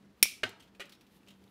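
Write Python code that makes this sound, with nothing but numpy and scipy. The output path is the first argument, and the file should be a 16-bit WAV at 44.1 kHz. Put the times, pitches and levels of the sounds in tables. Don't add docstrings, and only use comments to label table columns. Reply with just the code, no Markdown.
import sys
import numpy as np
from scipy import signal
from scipy.fft import rfft, irfft
from scipy.io import wavfile
from scipy.ndimage import uniform_filter1d

SR = 44100
rng = np.random.default_rng(int(sys.argv[2]) if len(sys.argv) > 2 else 0)


def store_wav(level_fs):
    pcm = np.round(np.clip(np.atleast_2d(level_fs), -1, 1) * 32767)
    wavfile.write(sys.argv[1], SR, pcm.T.astype(np.int16))


def undo_db(level):
    steps = np.asarray(level, float) / 20
    return 10 ** steps


N = 66150

# frequency in Hz, level in dB.
AIR_COLOUR = [(20, -31), (60, -8.5), (125, -6.5), (300, -4.5), (600, -16.5), (1500, -20.5), (4000, -28.5),
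              (16000, -47)]
# time in seconds, level in dB.
DRONE_LEVEL = [(0.0, -67), (0.102, -61), (0.174, -84.5), (0.229, -54.5), (0.262, -60.5), (0.384, -86.5),
               (0.458, -75), (0.504, -66), (0.63, -75), (0.688, -65.5), (1.229, -73.5), (1.306, -61.5),
               (1.466, -65.5), (1.5, -73.5)]
# time in seconds, level in dB.
RUB_LEVEL = [(0, -84.5), (.15, -81.5), (.2, -75.5), (0.501, -81.5), (.7, -84.5), (.95, -81), (1.079, -79),
             (1.12, -74.5), (1.17, -68), (1.2, -80.5), (1.3, -80), (1.5, -76)]
# frequency in Hz, level in dB.
RUB_COLOUR = [(900, -10), (3000, 2), (7000, -8.5), (12000, -5), (16000, -7.5)]
# start in seconds, level in dB, chatter
# fade in seconds.
SNIP = [
    (.2276, 3, .009),
    (.2292, -11, .03),
    (.2322, -13, .014),
    (.2405, -26, .03),
]
# frequency in Hz, level in dB.
SNIP_COLOUR = [(1000, -35), (1700, -16), (2150, 2), (2900, -11), (3700, -6), (7000, -9.5), (10000, -4.5),
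               (16500, -7.5)]
# pitch in Hz, level in dB, fade in seconds.
JAW_MODES = [(2156, -3.5, 0.022), (2460, 1, 0.027), (3613, -3.5, 0.02), (5360, 0.5, 0.025),
             (5590, -4, 0.06), (7050, -10.5, 0.022), (8360, -2.5, 0.037), (9300, -6, 0.019),
             (9725, -6, 0.031), (10280, 1, .018), (10780, -3.5, 0.054), (13780, -2, 0.0083),
             (14200, -3.5, .022), (15680, -8.5, .025)]
# start in seconds, level in dB,
# pitch in Hz, fade in seconds.
PINGS = [(.2277, -15, 12800, .005), (.2277, -22, 16200, .012), (.228, -36, 320, .04),
         (.2558, -31, 2800, .005), (.24, -38, 2300, .3), (.24, -40, 2425, .3), (.24, -42, 5400, .25),
         (.24, -42, 5800, .2), (.4330, -24, 1620, .03), (.4395, -29, 1530, .07), (.4330, -33, 628, .08),
         (.434, -37, 395, .08), (.438, -48, 105, .25), (.436, -43, 4650, .05), (.797, -48, 555, .06),
         (.798, -48, 385, .08), (.803, -54, 680, .06), (.93, -74, 5500, .45), (.4332, -37, 1195, .07),
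         (.4338, -33, 1840, .06), (.4345, -35, 2140, .07), (.4352, -32, 2550, .05),
         (.4365, -29, 2860, .045), (.4355, -33, 3250, .04), (.4345, -36, 3700, .06), (.466, -45, 750, .07),
         (.444, -40, 250, .09), (.475, -49, 350, .1), (.604, -61, 6300, .04), (.6045, -62, 8300, .04),
         (.801, -55, 9780, .03), (.802, -54, 11700, .025), (.8025, -52, 5790, .03), (.801, -46, 2580, .08),
         (.802, -50, 3335, .06), (.805, -48, 1455, .09), (.807, -47, 1960, .09), (.808, -48, 2930, .08),
         (1.15, -79, 3530, .2), (1.2855, -53, 2950, .04), (1.477, -68, 3450, .03), (1.477, -68, 3800, .03)]
# centre in seconds, level in dB, width in seconds.
PUFFS = [
    (0.2281, -22, 0.00032),
    (.256, -30.5, .00012),
]
# frequency in Hz, level in dB.
WASH_COLOUR = [(1700, -23.5), (2300, -0.5), (2900, -6.5), (4800, -10), (5650, -5), (6500, -13),
               (10000, -10.5), (16000, -16)]
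# frequency in Hz, fade in seconds.
WASH_FADE = [(2100, .35), (5500, .36), (10000, .31), (15000, 0.25)]
# start in seconds, level in dB, chatter fade in seconds.
SLAP = [
    (.4328, -21, 0.034),
    (.4358, -16.5, 0.013),
    (.4383, -24.5, 0.015),
    (.44, -33, 0.3),
    (.447, -60, 0.047),
    (.469, -51, 0.014),
]
# frequency in Hz, level in dB.
SLAP_COLOUR = [(40, -55), (110, -16), (250, -11), (1200, -5), (3400, -2.5), (5500, -12.5), (9000, -20.5),
               (16000, -34)]
# pitch in Hz, level in dB, fade in seconds.
LINER_MODES = [(257, -11, 0.12), (388, 7, 0.076), (664, -15, 0.094), (1190, -4, 0.031),
               (1646, -12.5, 0.027), (1848, 4, 0.15), (2146, -6, 0.055), (2550, -14, 0.094),
               (2820, -7, 0.048), (3200, -3, 0.072), (3680, -8, 0.082), (4400, -15, 0.076),
               (4600, -19, 0.077)]
# frequency in Hz, fade in seconds.
GARAGE_FADE = [(200, 0.2), (800, 0.66), (2100, 0.35), (5500, 0.26), (15000, 0.047)]
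# start in seconds, level in dB, chatter fade in seconds, ring pitch in Hz,
# ring share in dB.
TICKS = [(0.492, -45.5, 0.038, 8000, -7), (0.598, -58.5, 0.038, 4600, -2), (0.603, -61, 0.084, 3180, 7),
         (0.623, -60.5, 0.14, 3080, -3.5), (.675, -70, 0.05, 3500, 3), (.749, -64.5, 0.066, 2700, 8),
         (0.855, -55.5, 0.07, 3550, -22), (0.894, -52, 0.07, 3720, -29.5), (0.9191, -60, 0.026, 9700, -5),
         (0.922, -54, 0.1, 3950, -1.5), (0.95, -65, 0.047, 5400, -1), (1.0097, -57, 0.059, 2784, -5.5),
         (1.066, -64.5, 0.073, 3080, -9), (1.23, -71, 0.061, 2720, 4.5), (1.264, -67, 0.045, 3000, 5),
         (1.274, -69.5, 0.13, 2950, 14), (1.2842, -56.5, 0.051, 3240, 7.5), (1.304, -59.5, 0.12, 3270, -2),
         (1.439, -60.5, 0.033, 3880, -14.5)]
# frequency in Hz, level in dB.
TICK_COLOUR = [(500, -6), (1500, -3.5), (3500, 6), (7000, -5), (16000, -8.5)]
# ratio to the ring pitch, level in dB.
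TICK_OVERTONES = [(2.0, -20)]
# start in seconds, level in dB, chatter fade in seconds.
KNOCK = [
    (.7965, -35.5, 0.092),
    (.8035, -30.5, 0.058),
    (.81, -48.5, 0.44),
    (.8145, -39, 0.016),
    (.819, -42, 0.053),
]
# frequency in Hz, level in dB.
KNOCK_COLOUR = [(150, -44), (380, -2), (900, -11), (1500, -2), (3000, -0.5), (4800, -13), (8000, -18.5),
                (16000, -31)]
# pitch in Hz, level in dB, fade in seconds.
CASTING_MODES = [(375, 2, 0.028), (570, 0.5, 0.24), (1470, -9, 0.07), (1990, 2, 0.034), (2450, -7, 0.046),
                 (2620, 2, 0.077), (2830, -13, 0.11), (3300, -12, 0.095), (3780, -10, 0.027)]


def rms_one(x):
    return x / np.sqrt(np.mean(x ** 2) + 1e-20)


def at_hz(points, hz):
    table = np.array(points)
    return np.interp(np.log(hz), np.log(table[:, 0]), table[:, 1])


def bands(x):
    edges = 22 * 2 ** np.arange(0, 9.7, 1 / 3)
    x = np.atleast_2d(x) + 1e-18
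    for k, (low, high) in enumerate(zip(edges, edges[1:])):
        band_filter = signal.butter(2, [low, high], "band", fs=SR, output="sos")
        yield np.sqrt(low * high), signal.sosfilt(band_filter, x[k % len(x)])


def coloured(x, spectrum):
    size = 2 ** 13
    log_gain = at_hz(spectrum, np.fft.rfftfreq(size, 1 / SR) + 1) * np.log(10) / 20
    cepstrum = irfft(log_gain)
    cepstrum[1:size // 2] *= 2
    cepstrum[size // 2 + 1:] = 0
    response = irfft(np.exp(rfft(cepstrum)))
    return signal.fftconvolve(x, response)[:len(x)]


def ring(x, hz, t60):
    r = undo_db(-60 / (t60 * SR))
    feedback = [1, -2 * r * np.cos(2 * np.pi * hz / SR), r * r]
    return signal.lfilter([(1 - r * r) / 2, 0, (r * r - 1) / 2], feedback, x + 1e-18)


def drift(rate_hz):
    r = np.exp(-2 * np.pi * rate_hz / SR)
    wander = signal.lfilter([1], [1, -2 * r, r * r], rng.standard_normal(N + SR))
    return rms_one(wander[SR:])


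def grit():
    contacts_per_s, spread_db = 15000, 1.5
    sizes = undo_db(spread_db * np.minimum(rng.exponential(1, N), 4)) * rng.choice([-1, 1], N)
    contacts = sizes * (rng.random(N) < contacts_per_s / SR)
    return rms_one(contacts + 1.3 * rng.standard_normal(N))


def dying(s, db, t60):
    t = np.arange(N) / SR - s
    return undo_db(db - 60 * np.maximum(t, 0) / t60) * np.clip(t / 0.0002, 0, 1)


def struck(hits, colour, modes, ring_db):
    force = grit() * sum(dying(*hit) for hit in hits)
    rings = 0
    for k, (hz, db, t60) in enumerate(modes):
        rings = rings + (-1) ** k * undo_db(db) * ring(force, hz, t60)
    return coloured(force, colour) + undo_db(ring_db) * rings


def background():
    air_db, drone_hz, drone_width_hz = -65, 197.56, 5
    air = rms_one(coloured(rng.standard_normal(N + SR), AIR_COLOUR)[SR:])
    air = undo_db(air_db + 1.1 * drift(24)) * air
    pitch = drone_hz + drone_width_hz * drift(7.7)
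    drone = np.sqrt(2) * np.sin(2 * np.pi * np.cumsum(pitch) / SR)
    s, db = np.transpose(DRONE_LEVEL)
    return air + undo_db(np.interp(np.arange(N) / SR, s, db)) * drone


def rubbing():
    s, db = np.transpose(RUB_LEVEL)
    hiss = rms_one(coloured(rng.standard_normal(N), [(300, -40.0)] + RUB_COLOUR))
    return undo_db(np.interp(np.arange(N) / SR, s, db) + 1.2 * drift(20)) * hiss


def jaws():
    struck_db = -15.5
    s, t = SNIP[0][0], np.arange(N) / SR
    free = 0
    for k, (hz, db, t60) in enumerate(JAW_MODES):
        free = free + (-1) ** k * dying(s, db + struck_db, t60) * np.sin(2 * np.pi * hz * (t - s))
    return free + struck(SNIP, SNIP_COLOUR, JAW_MODES, ring_db=-4)


def pings():
    t, rough = np.arange(N) / SR, undo_db(2.5 * drift(60))
    return rough * sum(dying(s, db, t60) * np.sin(2 * np.pi * hz * (t - s)) for s, db, hz, t60 in PINGS)


def puffs():
    t = np.arange(N) / SR
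    return -sum(undo_db(db) * np.exp(-((t - s) / width) ** 2) for s, db, width in PUFFS)


def cut_echo():
    start_s, level_db = 0.231, -32
    noise = [coloured(white, WASH_COLOUR) for white in rng.standard_normal((2, N))]
    wash = 0
    for hz, band in bands(rms_one(np.array(noise))):
        if hz > 1000:
            wash = wash + band * dying(start_s, level_db, at_hz(WASH_FADE, hz))
    return wash


def slap():
    return struck(SLAP, SLAP_COLOUR, LINER_MODES, ring_db=1)


def garage(x):
    level_db, rise_s = -15, 0.0068
    t = np.arange(N // 2) / SR
    noise = rng.standard_normal((2, N // 2))
    tail = sum(band * undo_db(-60 * t / at_hz(GARAGE_FADE, hz)) for hz, band in bands(noise))
    tail = tail * (1 - np.exp(-t / rise_s))
    return undo_db(level_db) * signal.fftconvolve(x, tail / np.sqrt(np.sum(tail ** 2)))[:N]


def ticks():
    ring_t60_s = 0.007
    scuff, rings, contacts = 0, 0, grit()
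    for s, db, t60, hz, ring_db in TICKS:
        force = contacts * dying(s, db, t60)
        scuff = scuff + force
        for ratio, part_db in [(0.95, 0.0059)] + TICK_OVERTONES:
            note = ring(force, min(hz * ratio, 16000), ring_t60_s)
            rings = rings + undo_db(ring_db + part_db + 10) * note
    return coloured(scuff, TICK_COLOUR) + rings


def knock():
    return struck(KNOCK, KNOCK_COLOUR, CASTING_MODES, ring_db=1)


def scene():
    work = slap() + ticks() + knock()
    cut = jaws() + pings() + puffs() + cut_echo()
    return (background() + rubbing() + cut + work + garage(work))[None]


def low_pass(x):
    return signal.sosfilt(signal.butter(12, 16670, fs=SR, output="sos"), x)


def record(dry):
    x = signal.sosfilt(signal.cheby2(12, 70, 16900, fs=SR, output="sos"), dry)
    top_filter = signal.ellip(10, 0.1, 60, 15800, "high", fs=SR, output="sos")
    top = signal.sosfiltfilt(top_filter, x)
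    loud = uniform_filter1d(np.abs(top), size=256) > undo_db(-52)
    is_open = uniform_filter1d(loud * 1.0, size=768) > 0
    x = x - top * (1 - uniform_filter1d(is_open * 1.0, size=256))
    return low_pass(np.clip(x, -1, 1))


dry = scene()
out = record(dry)
store_wav(out)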